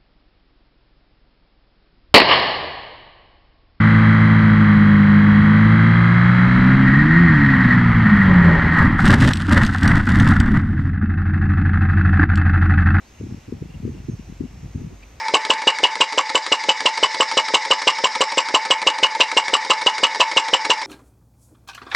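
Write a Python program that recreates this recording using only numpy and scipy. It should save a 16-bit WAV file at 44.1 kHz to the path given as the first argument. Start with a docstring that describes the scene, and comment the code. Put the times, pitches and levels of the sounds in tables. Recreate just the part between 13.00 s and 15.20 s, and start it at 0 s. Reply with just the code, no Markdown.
"""Wind on a camera in a wood

Light wind buffets the two microphone ports: short gusts flutter and single eddies thump.
Behind them lie a low rumble and the wide hiss of the trees, with a few faint, far bird notes
and one small tick near the end. A thin whine, probably the lens motor, runs throughout."""
import sys
import numpy as np
from scipy import signal
from scipy.fft import rfft, irfft
from scipy.io import wavfile
from scipy.ndimage import uniform_filter1d

SR = 44100
rng = np.random.default_rng(int(sys.argv[2]) if len(sys.argv) > 2 else 0)


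def to_wav(s):
    """Save 16-bit WAV."""
    ch = np.atleast_2d(s).T  # columns
    pcm = np.round(np.clip(ch, -1, 1) * 32767)  # PCM
    wavfile.write(sys.argv[1], SR, pcm.astype(np.int16))


N = 97020


def undb(db):
    """Decibels to gain."""
    return 10 ** (np.asarray(db) / 20)


def times():
    """Time of every sample, in seconds."""
    return np.arange(N) / SR


def unit(x):
    """Scale to rms 1."""
    return x / np.sqrt(np.mean(x ** 2))


def colour(x, curve):
    """EQ through (freq_hz, gain_db) points joined on a log-frequency axis."""
    hz, db = np.array(curve, float).T
    gain_db = np.interp(np.log(np.fft.rfftfreq(N, 1 / SR) + 1), np.log(hz), db)
    return irfft(rfft(x) * undb(gain_db), N)


def lowpass(x, hz, order):
    """Low-pass without delay."""
    return irfft(rfft(x) / np.sqrt(1 + (np.fft.rfftfreq(N, 1 / SR) / hz) ** (2 * order)), N)


def noise(curve):
    """Noise coloured by an EQ curve, rms 1."""
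    return unit(colour(rng.standard_normal(N), curve))


def running_rms(power, window_s):
    """Level follower: the root of the power averaged over a sliding window."""
    return np.sqrt(uniform_filter1d(power, int(window_s * SR)))


def stereo(mid, side):
    """Left and right from mid and side."""
    return np.array([mid + side, mid - side])


def pan(db):
    """Left and right gains for a level difference; positive leans left."""
    return undb(np.array([[db], [-db]]) / 2)


def wander(rate_hz):
    """Smooth random modulation, rms 1, rolling off above half the rate."""
    return unit(lowpass(rng.standard_normal(N), rate_hz / 2, order=3))


def bell(centre_s, half_s):
    """Gaussian fade in and out around a moment."""
    return np.exp(-.5 * ((times() - centre_s) / half_s) ** 2)


def blurred_tone(hz, width_hz):
    """A steady or gliding tone with scattered phase, different left and right."""
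    phase = 2 * np.pi * np.cumsum(hz * np.ones(N)) / SR
    voice = lambda: unit(np.sin(phase + 2 * np.pi * rng.random() + 0.88 * wander(2 * width_hz)))
    return stereo(voice(), .5 * voice())


# Tone of the air and leaves: freq_hz, gain_db
LEAF_EQ = [(60, -5), (150, -5), (280, -3), (450, -8.5), (800, -11), (1500, -16), (2000, -14), (2550, -13.5),
           (3100, -19), (4500, -21.5), (6700, -24), (7600, -25.5), (9200, -35), (12000, -33), (15500, -43)]
# Stereo width of the hiss: freq_hz, side_minus_mid_db
LEAF_WIDTH = [(60, -27), (200, -13.5), (600, -4.5), (1200, -2), (2400, -8), (4500, -6.5), (6700, -2),
              (7300, -5), (10000, -11), (13000, -29)]


def trees(level_db=-51.5, flicker_db=0.33):
    """Air through leaves: a wide, even bed of hiss."""
    hiss = stereo(noise(LEAF_EQ), colour(noise(LEAF_EQ), LEAF_WIDTH))
    return hiss * undb(level_db + flicker_db * wander(rate_hz=4.8))


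# Tone of the rumble, peaking at 50 Hz: freq_hz, gain_db
RUMBLE_EQ = [(20, -31), (33, -35), (43, -6.5), (50, 10.5), (56, -1), (68, -2), (85, -6.5), (140, -15)]
# Fader ride of the rumble: time_s, level_db
RUMBLE_RIDE = [(0, -59), (.15, -49), (.45, -50.5), (.7, -41.5), (1.2, -41), (1.9, -42.5), (2.2, -46.5)]


def rumble():
    """A narrow mono rumble that builds as the wind comes in."""
    low = lowpass(noise(RUMBLE_EQ), hz=153, order=4)
    time_s, level_db = np.array(RUMBLE_RIDE).T
    ride = undb(np.interp(times(), time_s, level_db))
    return ride * low / running_rms(low ** 2, window_s=.05)


# Motor tones, near multiples of 500 Hz: pitch_hz, level_db (before trim and ride), side_minus_mid_db
MOTOR_TONES = [(4982, -83, -1), (5481, -76.5, -1), (5987, -76.5, 1), (6470, -73.5, 0), (7038, -85, -15),
               (7456, -86, -10)]
# Fader rides of the tones near 5.5, 6 and 6.5 kHz: time_s, low_gain_db, middle_gain_db, high_gain_db
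MOTOR_RIDES = [(0, 8, 5, 2.5), (.22, 7.5, -2, 8), (.65, 2, 0.5, -6), (.9, -2, 5.5, 0), (1.13, 7, 9.5, 7),
               (1.55, 10, -5, 2), (1.72, 3, 11, 6), (2.2, -7, 5, 1)]
# Brief swells near 6.4 kHz: centre_s, half_length_s, level_db
MOTOR_SWELLS = [(0.284, 0.029, -67), (0.894, 0.035, -64), (1.12, 0.027, -63.5), (1.812, 0.031, -81)]


def motor_whine(trim_db=-3.5, waver_db=3.5, jitter_hz=4.93, sideband_hz=62, sideband_db=-5.5):
    """Thin, wavering motor tones with a sideband either side, and a blurred tone that swells at times."""
    time_s, *strong_rides = np.array(MOTOR_RIDES).T
    rides_db = [0, *(np.interp(times(), time_s, ride) for ride in strong_rides), 0, 0]
    out = 0
    for (pitch_hz, level_db, side_db), ride_db in zip(MOTOR_TONES, rides_db):
        for offset_hz, part_db in [(0, 0), (-sideband_hz, sideband_db), (sideband_hz, sideband_db)]:
            hz = pitch_hz + offset_hz + jitter_hz * wander(rate_hz=26.7)
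            phase = 2 * np.pi * np.cumsum(hz) / SR
            rms = undb(level_db + ride_db + part_db + trim_db + waver_db * wander(rate_hz=9))
            out = out + np.sqrt(2) * rms * stereo(np.sin(phase), undb(side_db) * np.cos(phase))
    swells = sum(undb(db) * bell(centre_s, half_s) for centre_s, half_s, db in MOTOR_SWELLS)
    return out + swells * blurred_tone(hz=6407, width_hz=66)


# Far bird notes, in pairs: centre_s, level_db
BIRD_NOTES = [(0.151, -61), (.192, -57), (.42, -62), (0.467, -61), (.708, -57), (0.747, -53), (.947, -59),
              (0.986, -55.5), (1.198, -58.5), (1.238, -65), (1.445, -63), (1.482, -59)]


def bird_notes(top_hz=2810, arch_hz=130, half_s=.008):
    """Short, rough bird notes that arch up and down in pitch."""
    arch = sum(bell(centre_s, half_s) for centre_s, _ in BIRD_NOTES)
    envelope = sum(undb(db) * bell(centre_s, half_s) for centre_s, db in BIRD_NOTES)
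    return envelope * blurred_tone(top_hz - arch_hz * (1 - arch), width_hz=160)


def bird_whistle(centre_s=.07, pitch_hz=4500, rise_hz_per_s=14000, level_db=-63):
    """One faint, rough whistle that sweeps upward."""
    age = times() - centre_s
    phase = 2 * np.pi * (pitch_hz * age + rise_hz_per_s * age ** 2 / 2)
    return undb(level_db) * bell(centre_s, half_s=.035) * np.sin(phase + wander(rate_hz=300))


# Tone of the tick, peaking near 2.4 kHz: freq_hz, gain_db
TICK_EQ = [(1000, -32), (1850, -14), (2150, -3), (2430, 2), (2850, -9), (3600, -22), (4700, -17),
           (7000, -40), (11000, -60)]


def tick(level_db=-47):
    """One small, dry, scratchy tick, a little to the right."""
    scratch = stereo(noise(TICK_EQ), .4 * noise(TICK_EQ))
    return scratch * undb(level_db) * bell(centre_s=2.033, half_s=.007) * pan(db=-2)


WIND_TOP_HZ = 487.6  # gusts and eddies both roll off steeply here
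# Tone of the buffeting: freq_hz, gain_db
GUST_EQ = [(30, -46), (60, 2), (110, 7), (170, 3), (260, -3.5), (350, -11.5), (450, -16), (600, -36)]
# Stereo width of the buffeting, mono in the bass: freq_hz, side_minus_mid_db
GUST_WIDTH = [(50, -59), (120, -28), (250, -8), (450, 3)]
# Gusts hitting the microphone: start_s, length_s, level_db (before trim)
GUST_CUES = [(0.201, 0.073, -30.5), (0.287, .07, -33.5), (0.369, 0.013, -34), (0.48, 0.014, -32.5),
             (0.535, 0.018, -32), (0.563, 0.029, -38), (0.604, 0.058, -38), (0.692, 0.016, -36),
             (0.739, 0.029, -33), (0.827, 0.022, -29), (0.854, 0.066, -28.5), (0.921, .135, -36.5),
             (1.082, 0.068, -30.5), (1.189, 0.051, -43), (1.278, 0.029, -37.5), (1.396, 0.058, -30.5),
             (1.504, 0.12, -41), (1.631, 0.034, -32), (1.674, 0.04, -42), (1.749, 0.13, -30),
             (1.895, 0.059, -39)]


def gusts(attack_s=0.0054, release_s=0.0072, sag_db_per_s=49, flutter_db=1, trim_db=0.5):
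    """Turbulence on the ports: each gust rises fast, flutters, sags and drops away."""
    power = 0
    for start_s, length_s, level_db in GUST_CUES:
        age = times() - start_s
        rise = np.clip(age / attack_s + .5, 0, 1)
        body = undb(level_db - sag_db_per_s * np.maximum(age, 0))
        fall = np.exp(-np.maximum(age - length_s, 0) / release_s)
        power = power + (rise * body * fall) ** 2
    flow = lambda: unit(lowpass(noise(GUST_EQ), WIND_TOP_HZ, order=14))
    churn = stereo(flow(), colour(flow(), GUST_WIDTH))
    # Even out the noise so that the cues shape the dynamics.
    churn = churn / running_rms(np.mean(churn ** 2, axis=0), window_s=.03)
    flutter = undb(flutter_db * wander(rate_hz=69))
    return churn * np.sqrt(power) * flutter * undb(trim_db) * pan(db=1)


# Thumps of single eddies: centre_s, level_db (before trim), pitch_hz, width_s, left_minus_right_db
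EDDY_CUES = [(.212, -13, 248, 0.0006, 6), (.239, -20, 240, 0.0023, 3), (0.269, -25, 276, 0.0029, 5),
             (0.292, -33.5, 180, 0.0048, -1), (0.325, -15.5, 137, 0.0015, 2.5),
             (.346, -21.5, 192, 0.0018, 6), (.526, -13, 306, 0.0012, 7), (0.534, -23.5, 238, 0.0069, 3),
             (.659, -21, 155, 0.002, 5), (0.772, -24.5, 94, 0.0072, -3), (0.622, -18.5, 126, 0.0052, 6.5),
             (.626, -17, 306, 0.001, -9), (0.751, -21.5, 135, 0.0046, 5), (.804, -23, 175, 0.0028, 6),
             (.853, -13, 239, 0.0015, 9), (0.867, -19.5, 213, 0.0055, 9.5), (0.879, -18, 308, 0.0012, 16),
             (0.895, -19.5, 241, 0.0021, -6.5), (.951, -22, 194, 0.0014, -9), (.973, -24.5, 152, 0.0018, 6),
             (1.003, -23, 150.6, 0.0023, 5), (1.051, -24.5, 132, 0.0034, 4.5),
             (1.089, -20.5, 280, 0.0025, -14), (1.099, -12, 184, 0.0017, 6), (1.139, -20, 117, 0.0046, -5),
             (1.197, -22, 204, 0.0023, 7), (1.299, -25, 174, 0.0042, 6), (1.326, -23.5, 165, 0.0015, 10.5),
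             (1.411, -18, 270.5, 0.0032, 14.5), (1.439, -16, 178, 0.0012, 10),
             (1.456, -24.5, 250, 0.0048, 9), (1.759, -12, 111, 0.0031, 6), (1.818, -22, 161, 0.001, 20),
             (1.849, -22, 155, 0.0032, 5), (1.875, -23, 120, 0.0032, 2), (1.931, -25.5, 163, 0.0018, -9)]


def eddies(trim_db=-2, low_cut_hz=37.6, mono_below_hz=103):
    """Each eddy is a brief pressure swing, stronger on one port; its deep bass reaches both alike."""
    thumps = 0
    for centre_s, level_db, pitch_hz, width_s, pan_db in EDDY_CUES:
        age = times() - centre_s
        envelope = (1 + (age / width_s) ** 2 / 2) ** -2
        swing = np.cos(2 * np.pi * (pitch_hz * age + rng.random()))
        thumps = thumps + undb(level_db + trim_db) * pan(pan_db) * envelope * swing
    left, right = lowpass(thumps, WIND_TOP_HZ, order=14)
    mid, side = (left + right) / 2, (left - right) / 2
    mid = mid - lowpass(mid, low_cut_hz, order=4)
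    side = side - lowpass(side, mono_below_hz, order=3)
    return stereo(mid, side)


def scene():
    """Wind on the microphone up front, the quiet wood and the motor behind."""
    wind = gusts() + eddies()
    return wind + rumble() + trees() + motor_whine() + bird_notes() + bird_whistle() + tick()


def record(dry, top_hz=15700):
    """The camera cuts the top treble with a steep low-pass."""
    return signal.sosfilt(signal.ellip(10, .2, 80, top_hz, fs=SR, output="sos"), dry)


dry = scene()
out = record(dry)
to_wav(out)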